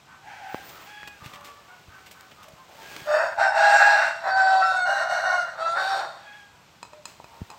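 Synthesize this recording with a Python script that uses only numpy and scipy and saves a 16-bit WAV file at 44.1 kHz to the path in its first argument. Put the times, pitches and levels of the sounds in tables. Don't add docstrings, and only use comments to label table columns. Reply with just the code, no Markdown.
import sys
import numpy as np
from scipy import signal
from scipy.fft import rfft, irfft, next_fast_len
from scipy.io import wavfile
from scipy.ndimage import uniform_filter1d

SR = 44100
rng = np.random.default_rng(int(sys.argv[2]) if len(sys.argv) > 2 else 0)


def generate_wav(signal):
    frames = np.transpose(np.atleast_2d(signal))
    scaled = np.clip(frames, -1, 1) * 32767
    pcm = np.round(scaled).astype(np.int16)
    wavfile.write(sys.argv[1], SR, pcm)


N = 334278
T = np.arange(N) / SR
HZ = np.maximum(np.arange(N // 2 + 1) * SR / N, 1)

# frequency_hz, gain_db
AIR_COLOUR = [(15, -46), (25, -4), (70, -13.5), (114, 1), (170, -0.5), (256, -5.5), (476, -6), (754, -1.5),
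              (1480, -3.5), (1740, -9.5), (2410, -6), (7920, -16), (10100, -30.5), (14400, -24),
              (16000, -41)]
RUMBLE_COLOUR = [(30, -18), (70, 3), (160, 1), (300, -9.5), (900, -34.5)]
# start_s, length_s, level_db
RUSTLE_MOVES = [(0, 4.6, -61), (0.388, 0.56, -49.5), (1.142, 0.23, -54), (1.916, 0.11, -66),
                (2.67, 0.53, -45.5), (7.05, 0.051, -44), (7.103, 0.58, -58.5)]
# frequency_hz, gain_db
RUSTLE_SPECTRUM = [(150, 2), (350, 7.5), (700, 7), (2800, 3.5), (5000, -1.5), (8300, -7), (10000, -15),
                   (12500, -11.5), (15000, -7)]
# start_s, length_s, top_hz, level_db
THIN_SQUEAKS = [(0.475, 0.14, 15400, -55), (0.618, 0.12, 14800, -50), (.68, .11, 15200, -52),
                (.79, 0.093, 15300, -55)]
# start_s, length_s, pitch_hz, roughness, beak_hz, relative_db
HEN_CLUCKS = [(0.064, 0.11, 760, 0.84, 1320, -50), (0.693, 0.15, 648, 0.88, 1250, -49.5),
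              (1.2, 0.056, 599, 0.82, 1150, -46), (1.29, 0.25, 577.5, 0.76, 1150, -48.5),
              (1.468, 0.073, 620, 1.04, 694, -58), (1.55, .09, 579, 0.6, 1180, -53.5),
              (1.681, 0.039, 730, 0.55, 1250, -45.5), (1.888, .14, 760, 0.72, 1450, -51),
              (2.122, 0.16, 758, 0.82, 1330, -53.5), (2.371, 0.08, 615, 0.95, 1170, -50.5),
              (2.445, 0.044, 628, 0.74, 670, -49.5), (2.56, 0.076, 523, 0.64, 1050, -51.5),
              (2.677, 0.047, 659, 1.1, 760, -49.5), (2.775, 0.047, 895, 0.6, 910, -48.5),
              (6.528, 0.028, 490, 0, 1010, -51.5), (6.92, 0.057, 602, 0.2, 624, -49),
              (7.278, 0.14, 918, 0.8, 960, -52), (7.494, 0.052, 835, 0.91, 940, -45)]
# start_s, length_s, pitch_hz, scoop_hz, end_bend_hz, roughness,
# break_share (of the length), doubling_share, attack_s, swell_share, chest_db, beak_db, rasp_db
FAR_SYLLABLES = [(.205, 0.19, 770.7, -33.5, 22, 0.86, 0.82, 0.09, 0.088, 0.25, -45, -47, -52.5),
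                 (.375, 0.24, 760, 20, 29.5, 0.61, 1.3, .25, .04, .45, -41, -46, -53),
                 (.855, 0.26, 837.6, -4, -22.5, 0.24, 1.1, 0.0048, 0.01, 0.26, -51.5, -47.5, -50),
                 (2.79, .26, 823, -7, -2.5, 0.35, 1.7, 0.045, 0.04, 0.17, -60.5, -50, -54),
                 (6.19, 0.231, 826.5, 23, -2.5, 0.22, 2.2, 0.046, .07, 0.32, -54.5, -48, -54)]
# frequency_hz, gain_db
FAR_COLOUR = [(400, -28), (600, -3), (820, 18), (1100, -12.5), (1600, 0), (2050, -6.5), (2550, -7.5),
              (3350, -19.5), (4300, -17.5), (7000, -25.5), (10000, -37)]
# centre_hz, width_hz, gain_db
FAR_RESONANCE = [(3325, 88, -11.5)]
# start_s, level_db, length_s, brightness_db
WIRE_SCUFFS = [(0.69, -43.5, 0.0076, 1), (1.039, -38, 0.0011, -29), (1.073, -36, 0.0074, -4.5),
               (1.24, -43, 0.027, -7), (1.259, -51, .003, 2), (1.333, -41.5, 0.014, -7),
               (1.357, -39, .002, -19), (1.359, -42, 0.0015, -9), (1.409, -47, 0.0023, -3),
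               (1.441, -43, 0.022, -2.5), (1.47, -51, 0.039, -13), (2.059, -47, 0.018, -3.5),
               (2.109, -48, 0.015, 3), (2.208, -47, 0.0021, 6.5), (2.311, -46, 0.011, -10.5),
               (2.425, -49.5, 0.015, 0.5), (2.482, -49, 0.007, 1), (2.963, -32.5, 0.0039, -8)]
# frequency_hz, gain_db
GRIT_COLOUR = [(300, -2), (1200, -2), (2600, 3.5), (4500, -3.5), (8300, -5.5), (10000, -15.5), (12000, -9),
               (15000, -9.5)]
# start_s, peak_db, pitch_hz, t60_s
CASING_KNOCKS = [(.5453, -14, 820, 0.0028), (.5459, -24.5, 226, 0.0058), (1.0315, -24.5, 1800, 0.0037),
                 (1.223, -36.5, 130, .03), (1.26, -33, 125, 0.051), (1.882, -38.5, 80, 0.044),
                 (2.535, -41.5, 143, 0.026), (2.965, -32, 1740, 0.0017), (3.018, -38.5, 142, 0.05),
                 (3.385, -43, 82, .05), (7.407, -39, 110, 0.025), (7.4165, -23, 186, 0.024),
                 (7.42, -28.5, 95, 0.046)]
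# start_s, level_db, brightness_db
BOWL_PECKS = [(6.829, -27.5, 0.5), (6.851, -41, -4), (6.933, -39, -6), (7.055, -25.5, 13), (7.2, -48, -31),
              (7.243, -37, -6), (7.502, -34, 8), (7.514, -39, -4)]
# frequency_hz, gain_db, t60_s
BOWL_MODES = [(620, -1, 0.0067), (940, 1.5, 0.021), (1150, 3.5, 0.0053), (1850, -11.5, 0.021),
              (2527, -8.5, 0.039), (4090, -11, 0.028), (5030, -13, 0.029), (6400, -15, 0.011),
              (7070, -15.5, 0.03), (7820, -15, 0.021), (8560, -18.5, 0.019), (13600, -32, .012)]
CROW_SYLLABLES = [(3.04, .236, 615.7, -30, 59.5, .38, 0.46, 0.1, 0.085, 0.61, -20, -25, -38.5),
                  (3.372, 0.12, 784.8, 29, -29.5, 0.69, 1.2, 0, 0.015, 0.23, -20.5, -22, -37),
                  (3.525, 0.56, 824, -13.5, -21.5, 0.44, 0.795, 0.15, 0.043, 0.76, -16, -19, -29.5),
                  (4.215, 0.66, 768.6, -3, -62.5, .24, 1.1, 0.6, 0.082, 0.5, -19.5, -20.5, -37.5),
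                  (4.86, 0.1634, 816, -50, -29.5, 0.53, 0.78, 0, 0.025, 0.06, -26, -26, -38),
                  (5.07, 0.14, 730.7, -8.5, 4.5, 0.69, .9, 0.24, 0.025, 0.26, -27, -26, -37.5),
                  (5.215, .205, 718, 52, -26, 0.41, 1.1, 1, 0.022, 0.37, -26.5, -23, -38.5),
                  (5.57, 0.21, 675.4, -41, 14, 0.15, 0.93, 0.25, 0.036, 0, -29, -22, -42.5),
                  (5.765, 0.23, 780.6, -35.5, -10, .4, .9, 0.1, 0.02, 0.24, -26, -28.5, -36)]
# extra_attack_s, peak_share (of the length), swell_db, fall_db_per_s, echo_db, flutter_db
BAND_ENVELOPES = [(.002, 0.36, 11, 91, -6, 1.5), (.015, .55, 11.5, 122, -5.5, 1),
                  (.015, .5, 8, 153, -3, -0.27)]
# time_s, pitch_hz, share
BREAKAWAY_VOICE = [(4.47, 680, 0), (4.54, 669, 0.2), (4.59, 665, 0.1), (4.64, 664.6, 0.5),
                   (4.72, 679, 0.25), (4.8, 664, 0.01)]
# time_s, chest_db, beak_db
HELD_NOTES = [
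    [(3.56, -23.5, -27), (3.644, -16.5, -17), (3.698, -17, -20.5), (3.756, -12.5, -16), (3.782, -30, -18),
     (3.818, -15, -14.5), (3.854, -22.5, -14), (3.876, -16, -16.5), (4.05, -28.5, -22.5)],
    [(4.3, -29, -26), (4.344, -22.5, -25.5), (4.416, -19.5, -18), (4.452, -19.5, -27), (4.476, -18, -19.5),
     (4.606, -18.5, -32), (4.628, -23.5, -18), (4.734, -26.5, -24.5), (4.85, -30, -22.5)],
    [(5.6, -33, -43), (5.626, -27.5, -25), (5.64, -34, -34.5), (5.662, -29.5, -22.5), (5.714, -34.5, -28),
     (5.784, -30.5, -24.5), (5.908, -27, -31.5), (5.924, -23, -27), (6.02, -32, -34)],
]
# (centre_hz, width_hz, gain_db)
NECK_POSTURES = [ (0, [(632, 133, -1), (950, 190, -10), (1340, 92, -16), (1510, 300, -1), (1800, 180, -7),
                 (2600, 210, -15), (3670, 150, -22), (4630, 350, -17), (5400, 330, -21), (6780, 300, -22),
                 (8130, 920, -28), (12900, 3900, -47)]), (3.361, [(655, 64, 1.5), (824, 120, 1),
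                 (916, 110, -7), (1472, 106, -4), (1578, 480, -4.5), (1970, 540, -18.5), (2440, 96, -19),
                 (2716, 94, -4), (3740, 180, -14), (4130, 420, -25), (4530, 520, -17.5), (5560, 590, -17.5),
                 (7780, 1380, -22.5), (12300, 2600, -42)]), (4.2, [(651, 140, -8.5), (770, 24, -6.5),
                 (983, 60, -6.5), (1374, 140, -9), (1487, 340, -7), (1826, 420, -11), (2560, 70, -11),
                 (3660, 670, -18.5), (4070, 140, -10.5), (4620, 230, -14.5), (5480, 280, -17),
                 (7360, 2050, -25.5), (12750, 2000, -38.5)]), (4.82, [(646, 124, -5), (748, 98, -4),
                 (1040, 91, -9.5), (1415, 160, 2.5), (1560, 130, -4), (1850, 134, -5.5), (2166, 64, -14.5),
                 (2850, 73, -9.5), (3720, 100, -20), (4050, 79, -12), (4390, 230, -16.5), (5860, 1000, -22),
                 (8000, 490, -26.5), (11000, 4000, -42.5)]), (5.55, [(629.7, 590, -1.5), (800, 80, 1),
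                 (1040, 280, -8), (1395, 130, 1), (1520, 490, -5.5), (1855, 170, -11), (2500, 390, -34),
                 (3700, 180, -8.5), (4420, 630, -13), (5620, 170, -17.5), (6830, 200, -25),
                 (8060, 1560, -27), (12800, 3200, -41)])]
# frequency_hz, gain_db
CROW_COLOUR = [(200, -25.5), (380, -9), (470, -10), (590, 2), (8800, -9), (9900, -13.5),
               (11500, -11.5), (15000, -7)]


def from_db(db):
    return 10 ** (np.asarray(db) / 20)


def rms_one(x):
    return x / np.sqrt(np.mean(x ** 2) + 1e-20)


def in_time(rows):
    times, *columns = np.transpose(rows)
    return [np.interp(T, times, column) for column in columns]


def during(start, end):
    return np.clip(np.minimum(T - start, end - T) / .04 + .5, 0, 1)


def colour(points):
    hz, db = np.transpose(points)
    return from_db(np.interp(np.log(HZ), np.log(hz), db))


def resonances(modes):
    return sum(from_db(db) / (1 + ((HZ - hz) / (width / 2)) ** 2) for hz, width, db in modes)


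def shaped(x, gain):
    size = next_fast_len(N, True)
    bin_hz = np.arange(size // 2 + 1) * SR / size
    return irfft(rfft(x, size) * np.interp(bin_hz, HZ, gain), size)[:N]


def coloured_noise(points):
    return rms_one(shaped(rng.standard_normal(N), colour(points)))


def high_pass(x, hz):
    return signal.sosfilt(signal.butter(2, hz, "high", fs=SR, output="sos"), x + 1e-18)


def drift(rate_hz):
    pole = np.exp(-2 * np.pi * rate_hz / SR)
    return rms_one(signal.lfilter([1], [1, -2 * pole, pole * pole], rng.standard_normal(N)))


def ring(clicks, hz, t60):
    decay, angle = from_db(-60 / (t60 * SR)), 2 * np.pi * hz / SR
    return signal.lfilter([0, np.sin(angle)], [1, -2 * decay * np.cos(angle), decay ** 2], clicks + 1e-18)


def yard(x, wet_db, t60):
    t = T[:SR]
    tail = rng.standard_normal(SR) * from_db(-60 * t / t60) * (t > .006)
    return x + from_db(wet_db) * signal.fftconvolve(x, tail / np.linalg.norm(tail))[:N]


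def outdoor_air():
    air = from_db(-56) * coloured_noise(AIR_COLOUR)
    rumble = from_db(-64.5 + 2.1 * drift(13)) * coloured_noise(RUMBLE_COLOUR)
    return air + rumble


def rustle(fade_s=0.042, rest_db=-71.5):
    grains = rng.standard_normal(N) * from_db(1.6 * drift(300))
    moves = sum(from_db(db) * np.sin(np.pi * np.clip((T - start) / length, 0, 1))
                for start, length, db in RUSTLE_MOVES)
    pole = np.exp(-1 / (fade_s * SR))
    strength = from_db(rest_db) + signal.lfilter([1 - pole], [1, -pole], moves + 1e-18)
    return strength * rms_one(shaped(grains, colour(RUSTLE_SPECTRUM)))


def squeaks():
    out = np.zeros(N)
    for start, length, top_hz, db in THIN_SQUEAKS:
        progress, at = np.linspace(0, 1, int(length * SR)), int(start * SR)
        hz = top_hz * (1 - .3 * (progress - .4) ** 2)
        whistle = np.sin(2 * np.pi * np.cumsum(hz) / SR)
        out[at:at + len(whistle)] += from_db(db) * np.sin(np.pi * progress) * whistle
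    return out


def pulses(turns, harmonics):
    half_phase = np.pi * (turns % 1) + 1e-9
    train = np.sin((2 * harmonics + 1) * half_phase) / (2 * np.sin(half_phase)) - .5
    return train / np.sqrt(harmonics / 2)


def far_hens(sag_hz=14.5):
    out = np.zeros(N + SR)
    for start, length, pitch_hz, rough, beak_hz, db in HEN_CLUCKS:
        progress, at = np.linspace(0, 1, int(length * SR)), int(start * SR)
        rough = min(rough, .99)
        tone = pulses(np.cumsum(pitch_hz - sag_hz * (progress - .5)) / SR, harmonics=24)
        source = np.sqrt(1 - rough ** 2) * tone + rough * rng.standard_normal(len(tone))
        beak = signal.butter(2, [beak_hz / 1.46, beak_hz * 1.176], "band", fs=SR, output="sos")
        envelope = np.sqrt(progress * (1 - progress)) * (1.5 - progress)
        out[at:at + len(tone)] += from_db(db - 7.5) * rms_one(signal.sosfilt(beak, source) * envelope)
    return yard(out[:N], wet_db=6.5, t60=0.43)


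def voice_controls(syllables, catch_share=0.12, hoarse=0.98, blend_s=0.051, slack_hz=30):
    controls = np.zeros((4, N)) + [[syllables[0][2]], [1], [0], [0]]
    for start, length, pitch_hz, scoop_hz, end_bend_hz, rough, break_share, doubling, *_ in syllables:
        at = int(start * SR)
        age = T[:N - at]
        progress = np.minimum(age / length, 1)
        bend_hz = scoop_hz * (1 - progress) ** 2 + end_bend_hz * progress ** 4
        inside_s = np.minimum(age - catch_share * length, break_share * length - age)
        caught = np.clip(inside_s / blend_s + .5, 0, 1)
        slack = np.clip(-bend_hz / slack_hz, 0, 1) * (progress > .5)
        roughness = hoarse + (rough * (1 - 0.71 * slack) - hoarse) * caught
        controls[:, at:] = pitch_hz + bend_hz, roughness, doubling * np.sin(np.pi * progress) ** 2, slack
    return uniform_filter1d(controls, size=700)


def syrinx(syllables, fundamental_db, waver, jitter, jitter_hz, upper_db, third_db, flicker_db, harmonics):
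    pitch_hz, rough, doubling, slack = voice_controls(syllables)
    rough = np.clip(rough, 0, .99)
    turns = np.cumsum(pitch_hz * (1 + waver * drift(24.2) + jitter * rough * drift(jitter_hz))) / SR
    tone = 0
    for k in range(1, harmonics + 1):
        db = fundamental_db if k == 1 else 0
        if k > 2:
            slack_db = slack * (9 if k % 2 else -1.5)
            db = upper_db + flicker_db * drift(6.4) + slack_db + third_db * (k == 3)
        tone = tone + from_db(db - 15.5) * np.cos(2 * np.pi * k * turns)
    tone = tone * (1 + doubling * np.cos(np.pi * turns))
    noise = rng.standard_normal(N)
    cycle_before = np.interp(turns - 1, turns, noise)
    breath = noise + 0.047 * high_pass(cycle_before, hz=2500)
    bursts = rms_one(breath * (1 + 0.95 * np.cos(2 * np.pi * turns)))
    return np.sqrt(1 - rough ** 2) * tone + rough * bursts


def band_levels(syllables, echo_fall_db_per_s=75.5):
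    levels = []
    for band, (lag, peak, swell_db, fall_db_per_s, echo_db, flutter_db) in enumerate(BAND_ENVELOPES):
        power = np.full(N, 1e-10)
        for start, length, *_, attack, swell, chest_db, beak_db, rasp_db in syllables:
            at = int(start * SR)
            age = T[:min(N - at, 2 * SR)]
            arch = (2 * (np.minimum(age / length, 1) - peak)) ** 2
            after_s = np.maximum(age - length, 0)
            tail_db = np.maximum(-fall_db_per_s * after_s, echo_db - echo_fall_db_per_s * after_s)
            db = (chest_db, beak_db, rasp_db)[band] - swell * swell_db * arch + tail_db
            onset = np.minimum(age / (attack + lag), 1)
            power[at:at + len(age)] += (from_db(db) * onset) ** 2
        levels.append(10 * np.log10(power) + flutter_db * drift(20.7))
    return levels


def vocal_effort(voice, levels_db, chest_top_hz=1120, beak_top_hz=2250):
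    chest = 1 / (1 + (HZ / chest_top_hz) ** 20)
    below_rasp = 1 / (1 + (HZ / beak_top_hz) ** 20)
    out = 0
    for gain, db in zip([chest, below_rasp - chest, 1 - below_rasp], levels_db):
        band = shaped(voice, gain)
        power = uniform_filter1d(uniform_filter1d(band ** 2, size=1400), size=1400)
        out = out + band / np.sqrt(np.abs(power) + 1e-12) * from_db(db)
    return out


def far_rooster():
    source = syrinx(FAR_SYLLABLES, fundamental_db=2.5, waver=0.00797, jitter=.022, jitter_hz=76,
                    upper_db=-2.5, third_db=-10.5, flicker_db=3, harmonics=4)
    voice = shaped(source, colour(FAR_COLOUR) + resonances(FAR_RESONANCE))
    return vocal_effort(yard(voice, wet_db=1.5, t60=0.14), band_levels(FAR_SYLLABLES))


def fence_scuffs(treble_hz=4500):
    low_envelope, high_envelope = np.zeros((2, N))
    for start, db, length, bright_db in WIRE_SCUFFS:
        progress, at = T[:SR // 4] / length, int(start * SR)
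        slip = from_db(db) * 2 * progress * np.exp(1 - 2 * progress)
        low_envelope[at:at + len(slip)] += slip
        high_envelope[at:at + len(slip)] += slip * from_db(bright_db)
    grains = rng.standard_normal(N) * from_db(2.7 * drift(650))
    grit = rms_one(shaped(grains, colour(GRIT_COLOUR)))
    low = shaped(grit, 1 / (1 + (HZ / treble_hz) ** 4))
    return yard(low_envelope * low + high_envelope * (grit - low), wet_db=-8.5, t60=0.54)


def microphone_bumps():
    out = np.zeros(N)
    for k, (start, db, hz, t60) in enumerate(CASING_KNOCKS):
        at = int(start * SR)
        swing = ring(signal.unit_impulse(min(SR // 4, N - at)), hz, t60)
        out[at:at + len(swing)] -= (-1) ** k * from_db(db) * swing / np.abs(swing).max()
    return out


def bowl_pecks(crunch_s=0.0041):
    starts, level_db, tilt_db = np.transpose(BOWL_PECKS)
    bowl = 0
    for k, (hz, mode_db, t60) in enumerate(BOWL_MODES):
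        strike_db = level_db + mode_db + tilt_db * np.log10(hz / 2500) + rng.standard_normal(len(starts))
        clicks = np.zeros(N)
        clicks[(starts * SR).astype(int)] = from_db(strike_db)
        bowl = bowl + ring(clicks, hz, t60) * (-1) ** k
    crunch = sum(from_db(db + bright_db / 2 - 22) * np.exp(-np.abs(T - start) / crunch_s) * (T >= start)
                 for start, db, bright_db in BOWL_PECKS)
    return yard(bowl + crunch * coloured_noise(GRIT_COLOUR), wet_db=-8.5, t60=0.42)


def second_voice():
    pitch_hz, share = in_time(BREAKAWAY_VOICE)
    turns = np.cumsum(pitch_hz * (1 + 0.0077 * drift(40))) / SR
    return share * (.5 * np.cos(4 * np.pi * turns) + 0.54 * np.cos(8 * np.pi * turns))


def crow_levels(flutter_db=.8):
    chest_db, beak_db, rasp_db = band_levels(CROW_SYLLABLES)
    for note in HELD_NOTES:
        held = during(note[0][0], note[-1][0])
        chest_held, beak_held = in_time(note)
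        chest_db = (1 - held) * chest_db + held * (chest_held + flutter_db * drift(25))
        beak_db = (1 - held) * beak_db + held * (beak_held + flutter_db * drift(25))
    return chest_db, beak_db, rasp_db


def rooster_crows():
    second = second_voice()
    chest_db, beak_db, rasp_db = crow_levels()
    fundamental_db = np.minimum(chest_db - beak_db - 3, 0)
    first = syrinx(CROW_SYLLABLES, fundamental_db, waver=0.00517, jitter=0.01394, jitter_hz=129.1,
                   upper_db=-9.5, third_db=-4.5, flicker_db=5.5, harmonics=16)
    drive_db = uniform_filter1d(np.maximum(chest_db, beak_db), size=3000) + 20
    source = (first + second) * from_db(drive_db)
    ends = [start for start, _ in NECK_POSTURES[1:]] + [N / SR]
    throat = sum(shaped(source * during(start, end), resonances(modes))
                 for (start, modes), end in zip(NECK_POSTURES, ends))
    voice = shaped(throat, colour(CROW_COLOUR))
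    return vocal_effort(yard(voice, wet_db=-2, t60=0.4), [chest_db, beak_db, rasp_db])


def scene():
    calls = rooster_crows() + far_rooster() + far_hens()
    close_by = bowl_pecks() + fence_scuffs() + microphone_bumps() + squeaks()
    return (calls + close_by + outdoor_air() + rustle())[None]


def record(dry, bass_cut_hz=48, top_cut_hz=15800):
    top_cut = signal.ellip(10, .2, 80, top_cut_hz, fs=SR, output="sos")
    return signal.sosfilt(top_cut, high_pass(dry, bass_cut_hz))


dry = scene()
out = record(dry)
generate_wav(out)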